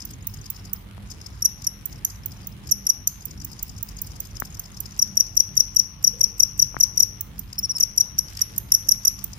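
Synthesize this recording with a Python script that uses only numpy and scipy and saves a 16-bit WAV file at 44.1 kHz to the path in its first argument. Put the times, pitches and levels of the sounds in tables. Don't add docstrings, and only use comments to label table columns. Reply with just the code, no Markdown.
import sys
import numpy as np
from scipy import signal
from scipy.fft import rfft, irfft, next_fast_len
from scipy.io import wavfile
from scipy.ndimage import uniform_filter1d, minimum_filter1d

SR = 44100
rng = np.random.default_rng(int(sys.argv[2]) if len(sys.argv) > 2 else 0)


def amplitude_ratio(level_db):
    exponent = np.asarray(level_db, float) / 20
    return 10 ** exponent


def generate_wav(signal):
    frames = np.transpose(np.atleast_2d(signal))
    scaled = np.clip(frames, -1, 1) * 32767
    pcm = np.round(scaled).astype(np.int16)
    wavfile.write(sys.argv[1], SR, pcm)


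N = 413658

# frequency_hz, density_db
AIR_SPECTRUM = [(22, -53), (45, -1.5), (75, -2.5), (130, -5.5), (220, -13.5), (400, -23), (600, -28),
                (1000, -24.5), (1600, -29.5), (2200, -29.5), (4000, -35.5), (6000, -54.5), (9000, -52),
                (16000, -38)]
AIR_DB = -40
# frequency_hz, likeness_ratio
AIR_COHERENCE = [(60, 0.9), (240, 0.68), (950, 0.0081), (3770, 0.02), (15000, 0.03)]
# frequency_hz, width_hz, level_db
HUM_PARTIALS = [(47.6, 9, -51), (100.5, 9.4, -50), (145, 44, -55), (198, 12.1, -55)]
# start_s, length_s, pitch_hz, level_db
GROANS = [
    (0.024, 0.16, 270, -53.5),
    (3.356, 0.13, 270, -50),
    (6.136, 0.092, 476, -48.5),
    (6.25, .12, 463, -59.5),
]
# time_s, level_db
LEAF_RUSTLE = [
    (8.22, -59),
    (8.3, -51.5),
    (8.39, -47),
    (8.56, -56),
]
# frequency_hz, level_db
LEAF_COLOUR = [(600, -14), (1200, -2), (3000, 0), (6000, -6), (14000, -12)]

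# start_s, peak_db, pitch_hz, push_db
TAPS = [
    (.98, -30.5, 940, -42),
    (4.422, -10.5, 1310, -24),
    (6.745, -21.5, 920, -39),
    (6.7673, -9.5, 1350, -23),
]

# frequency_hz, decay_t60_s
ROOM_DECAY = [(5000, 0.43), (12000, 0.36), (15500, 0.24)]
# delay_ms, left_gain_ratio, right_gain_ratio
WALL_ECHOES = [(3.1, .05, .15), (18, .06, .02)]
# frequency_hz, left_db, right_db
WALL_COLOUR = [(4300, -9.5, -12), (5930, -15.5, -25.5), (8130, -16.5, -14.5), (11800, -25, -15),
               (13400, -25.5, -20), (14800, -19, -17.5)]
# frequency_hz, level_db
CAPSULE = [(1, 1), (7000, -1), (8000, -2.5), (8700, 0), (9500, 4), (15300, -4.5), (15700, -12),
           (16100, -13), (17000, -34), (22000, -71)]
# frequency_hz, shift_db
MASK_TILT = [(3000, -4), (3900, 0), (4500, -4), (7000, -2), (8000, 7), (8700, 5), (9400, -5), (13500, -3),
             (16000, 14)]
MASK_DB, MASK_TOP_DB, MASK_FROM_HZ = 24, -76, 3000

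# frequency_hz, width_hz, level_db
WING_MODES = [(5190, 650, 8.4), (6410, 1100, 5.5), (7480, 660, -9)]
# frequency_hz, level_db
RASP_COLOUR = [(7500, 9.5), (9000, -1), (10500, -4.5), (12000, 11), (13500, -2), (15000, 6.5), (16000, -41)]
# start_s, peak_db, pitch_hz
FLICKS = [(0.0762, -47, 5500), (0.0916, -41, 5030), (0.1356, -34.5, 6460), (0.2104, -46.5, 5120),
          (0.2254, -40, 6700), (0.2972, -42, 5330), (0.3726, -39, 6600), (0.388, -40.5, 4900),
          (0.4145, -35.5, 6330), (0.4429, -40, 4830), (0.5487, -42, 5250), (0.596, -38.5, 5470),
          (0.6744, -43, 4930), (0.6963, -40, 4960), (0.762, -41, 5220), (1.201, -55, 5250),
          (1.244, -41, 5060), (1.3044, -45.5, 5630), (1.9589, -39, 5600), (1.987, -42, 5330),
          (2.1445, -46, 6700), (2.158, -38.5, 5870), (2.2348, -40, 5400), (2.3695, -41, 5900),
          (2.4339, -44.5, 4850), (2.4464, -42, 5580), (2.5237, -42, 5300), (3.2084, -35.5, 6300),
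          (3.2829, -40, 5340), (3.3772, -38.5, 5460), (3.401, -31.5, 5730), (3.4775, -45, 5310),
          (3.4994, -38.5, 5430), (3.581, -44, 5940), (3.6651, -43, 5230), (3.721, -44.5, 5330),
          (3.7499, -48, 5690), (3.7643, -37, 5540), (3.8074, -41, 5760), (3.917, -39.5, 5900),
          (3.9684, -30.5, 6520), (4.047, -38.5, 5380), (4.1076, -37.5, 5800), (4.2393, -42, 5350),
          (4.3101, -39, 5900), (4.3542, -34, 5980), (4.4747, -40.5, 5470), (4.5037, -38, 6700),
          (4.5251, -39.5, 6530), (4.572, -34.5, 5670), (4.6219, -49, 5490), (4.6394, -35.5, 5360),
          (4.718, -39.5, 6440), (4.7461, -37, 5840), (4.7824, -41.5, 5820), (4.8349, -49, 5520),
          (4.921, -35, 5960), (7.477, -46, 4940), (7.4904, -47, 5370), (7.556, -40, 5360)]
FLICK_MS, FLICK_LEFT_DB, FLICK_RIGHT_DB, FLICK_RASP_DB = 3.03, -2, -11, -17
# start_s, pitch_hz, right_db, left_db, wing_ring_left_db
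TICKS = [(0.05, 14560, -19.5, -33, -40), (0.268, 15360, -7.5, -22, -33.5), (0.5, 15000, -11.5, -25, -36.5),
         (0.7304, 14830, -11.5, -25, -35), (1.8547, 14600, -12.5, -26, -37),
         (2.0466, 12540, -11.5, -26, -18), (2.257, 14800, -15, -29, -40), (2.4685, 15150, -15.5, -32, -37),
         (3.0715, 13400, -7, -21, -13), (3.252, 14300, -14, -27, -36), (3.445, 15100, -10, -24, -32),
         (3.6255, 15100, -10, -26, -32.5), (3.826, 15500, -9.5, -35, -37), (4.015, 15050, -11, -22, -36),
         (4.2005, 14400, -15, -26, -32.5), (4.398, 14740, -13, -23, -30), (4.593, 14400, -16.5, -26, -30.5),
         (4.8014, 13760, -14.5, -30, -33.5), (7.206, 15300, -8.5, -24.5, -29.5),
         (7.39, 13870, -15.5, -28, -35.5), (7.587, 14560, -13, -26, -30), (8.578, 13160, -9.5, -23, -26),
         (9.239, 14370, -11.5, -31, -31.5)]
TICK_RASP_DB = -29
# start_s, ring_left_db
COCKS = [(0.015, -35), (0.4553, -39.5), (0.648, -44), (1.1116, -37.5), (1.2585, -37), (2.689, -35.5),
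         (3.217, -49), (3.4125, -37.5), (3.588, -40.5), (3.776, -42), (3.982, -39.5), (4.156, -45),
         (4.361, -40), (4.5416, -44), (4.765, -42)]
COCK_MS, COCK_RASP_DB = 14.3, -54.5
# start_s, ring_left_db, rasp_right_db
RETURNS = [(0.1034, -45, -47), (0.337, -44.5, -48.5), (0.558, -45, -59), (1.9217, -43, -54),
           (2.097, -42, -48), (2.3143, -49, -53), (3.3056, -39.5, -55), (3.513, -47, -51.5),
           (3.6763, -56, -51), (3.8836, -45, -48), (4.0642, -45, -47), (4.248, -45, -51), (4.448, -42, -47),
           (4.652, -45, -65), (4.854, -38, -55)]
RETURN_MS = 13.5
# ahead_ms, length_ms, ring and rasp relative to the opening stroke_db
LIFT = (16, 7.5, -46, -40.5)
# start_s, length_ms, ring_left_db, rasp_right_db
STRAYS = [(0.0022, 8.4, -39, -54), (1.1, 16, -41.5, -51), (1.213, 5.2, -42, -53), (1.353, 5.5, -57, -62),
          (1.618, 8.8, -38, -51), (1.6393, 15, -34.5, -48), (2.415, 5.2, -50, -62), (2.669, 12, -40, -50),
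          (3.5285, 8.5, -41, -55), (3.6928, 10.3, -39, -56), (4.117, 3.4, -43, -57), (4.268, 8.3, -44, -54),
          (4.908, 4.2, -43, -57), (5.075, 6, -41, -51), (5.262, 10, -40, -55), (8.704, 5.2, -49, -56),
          (4.964, 3.4, -41, -60), (7.382, 3.5, -62, -52), (7.5283, 5.1, -30, -46), (7.652, 4, -51, -52),
          (7.764, 5.3, -44, -41), (7.781, 6, -26, -41), (8.1795, 5.7, -35, -47), (8.282, 4.6, -39, -52),
          (8.3, 5.7, -41.5, -51), (8.35, 4.9, -38, -52), (8.33, 8, -45, -51), (8.368, 9.4, -33.5, -44),
          (8.3915, 5.3, -29.5, -44), (8.407, 4, -33, -40), (8.52, 3.7, -57, -52), (8.5616, 5.7, -45.5, -40),
          (8.871, 6, -39, -47), (9.0323, 7.7, -40, -52), (9.188, 8, -38.5, -52), (9.21, 5, -49, -56),
          (9.33, 8.9, -37, -49)]

# start_s, length_ms, pitch_hz, left_db, rise_ms
SLOW_STROKES = [
    (7.5811, 19.6, 5410, -22, 1.1),
    (7.626, 35, 5730, -19, 14),
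    (7.691, 31.6, 5776, -19.5, 7.7),
    (7.748, 27.4, 5530, -21.5, 18),
]
SLOW_RIGHT_DB, SLOW_SECOND_DB, SLOW_RASP_DB = -3.5, -18.5, -44
# pitch_hz, left_db, right_db, second_harmonic_db
SLOW_BEAM = [(5050, -6, -5, -4), (5250, -3, -6, 0), (5450, -1, -8, -3), (5600, 0, -1, -12), (5800, -1, 0, -6)]
# pitch_hz, left_db, right_db, second_harmonic_db
BEAM = [(5250, -30, -18, -16), (5390, -14, -12, -11), (5480, -5, -9, -7), (5610, -.5, -4, -4),
        (5720, -.5, -1, -6), (5830, -6, 0, -1), (5960, -16, -3, 0), (6200, -23, -10, -6)]
# pitch_hz, left_db, right_db, second_harmonic_db
TURNED_BEAM = [(5350, -22, -18, -22), (5480, -6, -12, -11), (5610, 0, -9, -3), (5710, -1, -3, -1),
               (5810, -9, 0, 0), (5900, -22, -1, -2), (6020, -19, -4, -7), (6200, -15, -8, -18)]
TURN_S = 8.1
# start_s, opening_pitch_hz, opening_left_db, closing_gap_ms (5 or less for none), closing_left_db
CHIRPS = [(1.4221, 5850, -15, 26, -5), (1.6681, 5890, -11, 4.5, -2), (2.7125, 6200, -6.5, 0, 0),
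          (2.867, 5780, -11.5, 24.5, -4.5), (4.9916, 5890, -11, 24.5, -4.5), (5.1699, 5950, -5.5, 27, -2.5),
          (5.367, 6090, -3.5, 27, -1.5), (5.5676, 6140, -3.5, 28, -1), (5.7614, 6010, -3.5, 26, -1),
          (6.041, 5986, -4, 26, -2), (6.2084, 5890, -5, 23, -2), (6.3959, 6110, -2.5, 27.5, -1.5),
          (6.5917, 6030, -4.5, 24.5, -1), (6.8012, 6130, -3.5, 25.5, -1), (6.9737, 5880, -7, 21.5, -1),
          (7.023, 6130, -3.5, 0, 0), (7.8002, 6140, -7, 24.5, -4), (7.9765, 5900, -5.5, 23.5, -3),
          (8.187, 5860, -6, -3.5, -2), (8.4153, 5930, -8.5, 0, 0), (8.7197, 5720, -2.5, 19.5, -1.5),
          (8.8876, 5870, -4, 23.5, -2), (9.0503, 5950, -8.5, 20.5, -3.5)]
CLOSING_HZ, CLOSING_SECOND_DB = 6220, -3.5
END_HZ, TURNED_END_HZ, SINK_HZ_PER_MS = 5200, 5320, 58
# time_s, right_minus_left_db, second_harmonic_minus_left_db
FACING = [(1.4, -5.5, -8.5), (2.8, -5, -10.5), (5, -9, -15), (5.5, -15.5, -18.5), (7.05, -14, -15.5),
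          (7.8, -12, -14.5), (8.0, -9.5, -14.5), (8.19, -7, -10.5), (8.42, -1.5, -10), (8.72, -14, -9),
          (8.9, -8, -9.5), (9.06, -5.5, -8.5)]
# frequency_hz, level_db
CATCH_COLOUR = [(5500, 29.0), (6700, 23.0), (8000, 11), (10000, 8.0), (13500, 14.0), (14600, 12), (16200, -30)]
RIGHT_LEAD, LEFT_SECOND_LEAD = 0.33, 2.1
LEFT_LAG = 17


def evened(x):
    return x / np.sqrt(np.mean(x ** 2) + 1e-20)


def read(points, hz):
    f, value = np.transpose(points)
    return np.interp(np.log(hz + 1), np.log(f + 1), value)


def add(mix, s, sound):
    part = mix[:, round(s * SR):][:, :sound.shape[1]]
    part += sound[:, :part.shape[1]]


def coloured(x, points):
    size = next_fast_len(x.shape[-1])
    hz = np.fft.rfftfreq(size, 1 / SR)
    inside = (hz > points[0][0]) & (hz < points[-1][0])
    return irfft(rfft(x, size) * amplitude_ratio(read(points, hz)) * inside, size)[..., :x.shape[-1]]


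def whistle(hz, width):
    r = np.exp(-np.pi * width / SR)
    z = rng.standard_normal(N) + 1j * rng.standard_normal(N)
    slow = signal.lfilter([1], [1, -2 * r, r * r], z)
    return evened((slow * np.exp(2j * np.pi * hz * np.arange(N) / SR)).real)


def wobble(size, ms):
    span = int(ms * SR / 1000) + 1
    return evened(uniform_filter1d(uniform_filter1d(rng.standard_normal(size), span), span))


def gritty(points, grain_db):
    slips = rng.standard_normal(N) * amplitude_ratio(grain_db * wobble(N, 0.29))
    other = rng.standard_normal(N) * amplitude_ratio(grain_db * wobble(N, 0.17))
    return evened(coloured(slips, points)), evened(coloured(other, points))


def background():
    frames, hz, t = N // 256 + 5, np.fft.rfftfreq(1024, 1 / SR), np.arange(N) / SR
    a, b, c, d, patches = rng.standard_normal((frames, 513, 5)).T
    patches = evened(uniform_filter1d(uniform_filter1d(patches, 12, 0), 14, 1))
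    same = np.clip(read(AIR_COHERENCE, hz), -1, 1)[:, None]
    left = a + 1j * b
    right = same * left + np.sqrt(1 - same ** 2) * (c + 1j * d)
    z = np.array([left, right]) * amplitude_ratio(1.93 * patches)
    air = signal.istft(z, nperseg=1024, noverlap=768)[1][:, :N]
    out = amplitude_ratio(AIR_DB - 4) * evened(coloured(air, AIR_SPECTRUM))
    hum = sum(amplitude_ratio(db) * whistle(f, width) for f, width, db in HUM_PARTIALS)
    out += hum * amplitude_ratio([[-1.5], [1.5]])
    for s, length, f, db in GROANS:
        out += amplitude_ratio(db) * whistle(f, 67) * np.exp(-((t - s - length / 2) / (length / 2)) ** 4)
    leaves = np.array(gritty(LEAF_COLOUR, 5.0)) * amplitude_ratio(4 * wobble(N, 2) - 1)
    return out + leaves * amplitude_ratio(np.interp(t, *np.transpose(LEAF_RUSTLE)))


def room(x):
    taps = np.zeros((2, SR // 2))
    at = np.arange(200, SR // 2 - 20, 20) + rng.integers(0, 20, (2, (SR // 2 - 201) // 20))
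    np.put_along_axis(taps, at, rng.choice([-1., 1.], at.shape), 1)
    hz, t, z = signal.stft(taps, SR, nperseg=256)
    tail = signal.istft(z * amplitude_ratio(-60 * t / read(ROOM_DECAY, hz)[:, None]), SR, nperseg=256)[1]
    tail /= np.linalg.norm(tail[0])
    wet = signal.fftconvolve(x[2:], tail, axes=1)[:, :N]
    f, *sides = np.transpose(WALL_COLOUR)
    out = np.array([coloured(w, [(1, -23)] + list(zip(f, db)) + [(22000, -28)]) for w, db in zip(wet, sides)])
    for ms, left, right in WALL_ECHOES:
        out += np.roll(x[:2], int(ms * SR / 1000), axis=1) * [[left], [right]]
    return out


def taps():
    out, t = np.zeros((2, N)), np.arange(-120, 500) / SR
    for s, db, hz, push_db in TAPS:
        snap = amplitude_ratio(db) * np.exp(-(abs(t) * hz / 0.58) ** 2.7) * np.sin(-2 * np.pi * hz * t)
        later = np.maximum(t - .001, 0)
        push = amplitude_ratio(push_db) * 2.0 * np.sin(2 * np.pi * 170 * later) * np.exp(-later / 0.0025)
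        add(out, s + t[0], np.array([snap + push, 0 * t]))
    return out


def wing_ring(wander_db, wander_ms):
    modes = (amplitude_ratio(db + wander_db * wobble(N, wander_ms)) * whistle(hz, width) for hz, width, db in WING_MODES)
    return evened(sum(modes) * amplitude_ratio(1.4 * wobble(N, 0.12)))


def flicks():
    out, rasp = np.zeros((3, N)), np.zeros((1, N))
    t = np.arange(500) / SR * 1000
    shape = t / FLICK_MS * np.exp(1 - t / FLICK_MS) * np.clip((t[-1] - t) / 2, 0, 1)
    for s, db, hz in FLICKS:
        note = np.sin(2 * np.pi * np.cumsum(hz + 330 * wobble(500, 0.18)) / SR)
        note = note * amplitude_ratio(np.minimum(3.15 * wobble(500, 0.33), 4))
        levels_db = db + np.array([[FLICK_LEFT_DB], [FLICK_RIGHT_DB], [-3.0]])
        add(out, s - .0025, amplitude_ratio(levels_db) * shape * note)
        add(rasp, s - .0025, amplitude_ratio(db + FLICK_RASP_DB) * shape[None])
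    return out, rasp


def ticks():
    out, rasp = np.zeros((3, N)), np.zeros((1, N))
    t = np.arange(600) / SR * 1000
    shape = (t / 2.84) ** 3 * np.exp(3 - 3 * t / 3.624)
    for s, hz, right_db, left_db, ring_db in TICKS:
        pitch = hz * 1.03 - 70 * (t - 3) + 300 * wobble(600, 0.2)
        stray = hz * .95 + 900 * wobble(600, .2)
        wing = 6400 - 110 * (t - 3) + 190 * wobble(600, 0.3)
        high, side, low = np.sin(2 * np.pi * np.cumsum([pitch, stray, wing], axis=1) / SR)
        side_beats = 2 * np.array([wobble(600, .4), 0 * t, wobble(600, .4)])
        beats = amplitude_ratio(np.clip(5 * wobble(600, .3) + side_beats, -18, 6))
        whistled = high + amplitude_ratio(-8.0) * side
        add(out, s, amplitude_ratio([[left_db], [right_db], [right_db]]) * 0.42 * shape * beats * whistled)
        add(out, s, amplitude_ratio(ring_db + np.array([[-1.5], [-9], [-2.5]])) * shape * np.sqrt(beats) * low)
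        add(rasp, s, amplitude_ratio(right_db + TICK_RASP_DB) * shape[None])
    return out, rasp


def scrapes():
    ahead, lift_ms, lift_ring_db, lift_rasp_db = LIFT
    rows = [(s, COCK_MS, db, COCK_RASP_DB) for s, db in COCKS]
    rows += [(s, RETURN_MS, *db) for s, *db in RETURNS]
    rows += [(s - ahead / 1000, lift_ms, db + lift_ring_db, db + lift_rasp_db)
             for s, _, db, gap, _ in CHIRPS if gap > 5 and s < TURN_S]
    return [*rows, *STRAYS]


def wings():
    out, rasp = (a + b for a, b in zip(ticks(), flicks()))
    ring, busy = np.zeros((2, 1, N))
    for s, ms, ring_db, rasp_db in scrapes():
        shape = signal.windows.tukey(int((ms + 2) * SR / 1000), .8)[None]
        add(ring, s - .001, amplitude_ratio(ring_db + 3.5) * shape)
        add(rasp, s - .001, amplitude_ratio(rasp_db + 6.0) * shape)
        add(busy, max(s - .07, 0), np.hanning(6600)[None])
    brush = np.minimum(busy, 1) * amplitude_ratio(-56 + 5.5 * np.minimum(wobble(N, .8), 2.2))
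    ring, rasp = ring + brush, rasp + amplitude_ratio(-28.0) * brush
    ring_l, ring_r = wing_ring(2.5, 2.5), wing_ring(2.5, 2.5)
    rasp_l, rasp_r = gritty(RASP_COLOUR, 3)
    out[0] += ring[0] * ring_l + amplitude_ratio(-11.0) * rasp[0] * (0.384 * rasp_r + 2.04 * rasp_l)
    out[1] += amplitude_ratio(-8) * ring[0] * (0.39 * ring_l + 0.8 * ring_r) + rasp[0] * rasp_r
    out[2] += amplitude_ratio(-6.0) * ring[0] * ring_l + amplitude_ratio(1.0) * rasp[0] * rasp_r
    return out


def strokes():
    rows = [(s, hz, db, 0) for s, hz, db, _, _ in CHIRPS]
    rows += [(s + gap / 1000, CLOSING_HZ, db, CLOSING_SECOND_DB) for s, _, _, gap, db in CHIRPS if gap > 5]
    at, right_db, second_db = np.transpose(FACING)
    out = []
    for s, hz, db, purer in rows:
        end_hz = END_HZ if s < TURN_S else TURNED_END_HZ
        ms = (hz - end_hz) / SINK_HZ_PER_MS
        out.append((s, ms, hz, db, db + np.interp(s, at, right_db), db + purer + np.interp(s, at, second_db)))
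    return out


def stroke(row, beam, fall_hz_ms, bend, rise_ms, left_second_db=-13, hook_hz=400, flutter_db=1.11,
           second_lead=LEFT_SECOND_LEAD):
    s, ms, hz, left_db, right_db, second_db = row
    t = np.arange(int(ms * SR / 1000)) / SR * 1000
    cycle = np.arange(len(t)) % 600
    glide = fall_hz_ms * t * ((1 - bend) + bend * 2 * (t / ms) ** 2 - bend * .5)
    hook = hook_hz * np.exp(-t / .7)
    pitch = hz - glide + 15 * wobble(600, 0.15)[cycle]
    turn = 2 * np.pi * (np.cumsum(pitch + hook) / SR + rng.random())
    edge = np.clip(t / rise_ms, 0, 1) * np.clip((ms - t) / 3, 0, 1)
    f, *gains = np.transpose(sorted(beam))
    left, right, second = (edge * amplitude_ratio(uniform_filter1d(np.interp(pitch, f, g), size=60)) for g in gains)
    left, right, second = left / left.max(), right / right.max(), second / second.max()
    flutter = amplitude_ratio(flutter_db * wobble(600, .8)[cycle])
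    low = np.sin(turn)
    upper = amplitude_ratio(second_db) * flutter ** 2 * np.sin(2 * turn)
    left_upper = amplitude_ratio(left_second_db + second_db) * flutter ** 4 * np.sin(2 * turn + second_lead)
    heard_left = left * (amplitude_ratio(left_db) * low + left_upper)
    heard_right = amplitude_ratio(right_db) * right * flutter * np.sin(turn + RIGHT_LEAD) + second * upper
    tuned = np.exp(-((pitch - 5770) / 340) ** 2)
    upper_tuned = np.exp(-((pitch - 5860) / 450) ** 2)
    spread = edge * tuned * (amplitude_ratio(left_db - 3.5) * low + upper_tuned * upper)
    return s, np.sqrt(2) * np.array([heard_left, heard_right, spread])


def chirps():
    out, catch = np.zeros((3, N)), np.zeros((1, N))
    for row in strokes():
        add(out, *stroke(row, BEAM if row[0] < TURN_S else TURNED_BEAM, 60.3, 0.21, 0.72))
        t = np.arange(int(row[1] * SR / 1000)) / SR
        puff = (1 - np.exp(-t / .0015)) * (np.exp(-t / .003) + .2)
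        add(catch, row[0] - .002, amplitude_ratio(row[5] - 1.5) * puff[None])
    for s, ms, hz, db, rise_ms in SLOW_STROKES:
        row = (s, ms, hz, db, db + SLOW_RIGHT_DB, db + SLOW_SECOND_DB)
        add(out, *stroke(row, SLOW_BEAM, 15.5, 0.8, rise_ms, left_second_db=-3, hook_hz=0,
                         flutter_db=.9, second_lead=0))
        add(catch, s, amplitude_ratio(db + SLOW_RASP_DB) * signal.windows.tukey(int(ms * SR / 1000), .5)[None])
    a, b = gritty(CATCH_COLOUR, 3)
    return out + catch * np.array([amplitude_ratio(-8) * a, b, b])


def scene():
    insects = chirps() + wings()
    insects[0] = np.roll(insects[0], LEFT_LAG)
    return insects[:2] + room(insects) + taps() + background()


def masked(x):
    hz, _, z = signal.stft(x, SR, nperseg=1024)
    level_db = 10 * np.log10(uniform_filter1d(abs(z) ** 2, size=11, axis=1) + 1e-14)
    treble = (hz > MASK_FROM_HZ)[:, None]
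    loudest_db = -minimum_filter1d(-np.where(treble, level_db, -140), size=131, axis=1)
    ragged_db = np.repeat(1.8 * rng.standard_normal((47, z.shape[2])), 11, axis=0)[:len(hz)]
    threshold_db = np.minimum(loudest_db - MASK_DB, MASK_TOP_DB)
    over_db = level_db + ragged_db - read(MASK_TILT, hz)[:, None] - threshold_db
    gain = np.where(treble, np.clip(over_db / 2, .02, 1), 1)
    return signal.istft(z * gain, SR, nperseg=1024)[1][:, :N]


def roll_off(x):
    return signal.sosfilt(signal.butter(12, 16480, fs=SR, output="sos"), x)


def record(dry):
    heard = coloured(dry, CAPSULE)
    r = np.exp(-1 / (.25 * SR))
    power_db = 10 * np.log10(signal.lfilter([1 - r], [1, -r], (heard ** 2).mean(0)) + 1e-9)
    ducked = heard / amplitude_ratio(0.097 * np.maximum(power_db + 34, 0))
    mix = masked(np.clip(ducked * amplitude_ratio(1.5), -1, 1))
    return roll_off(mix)


dry = scene()
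out = record(dry)
generate_wav(out)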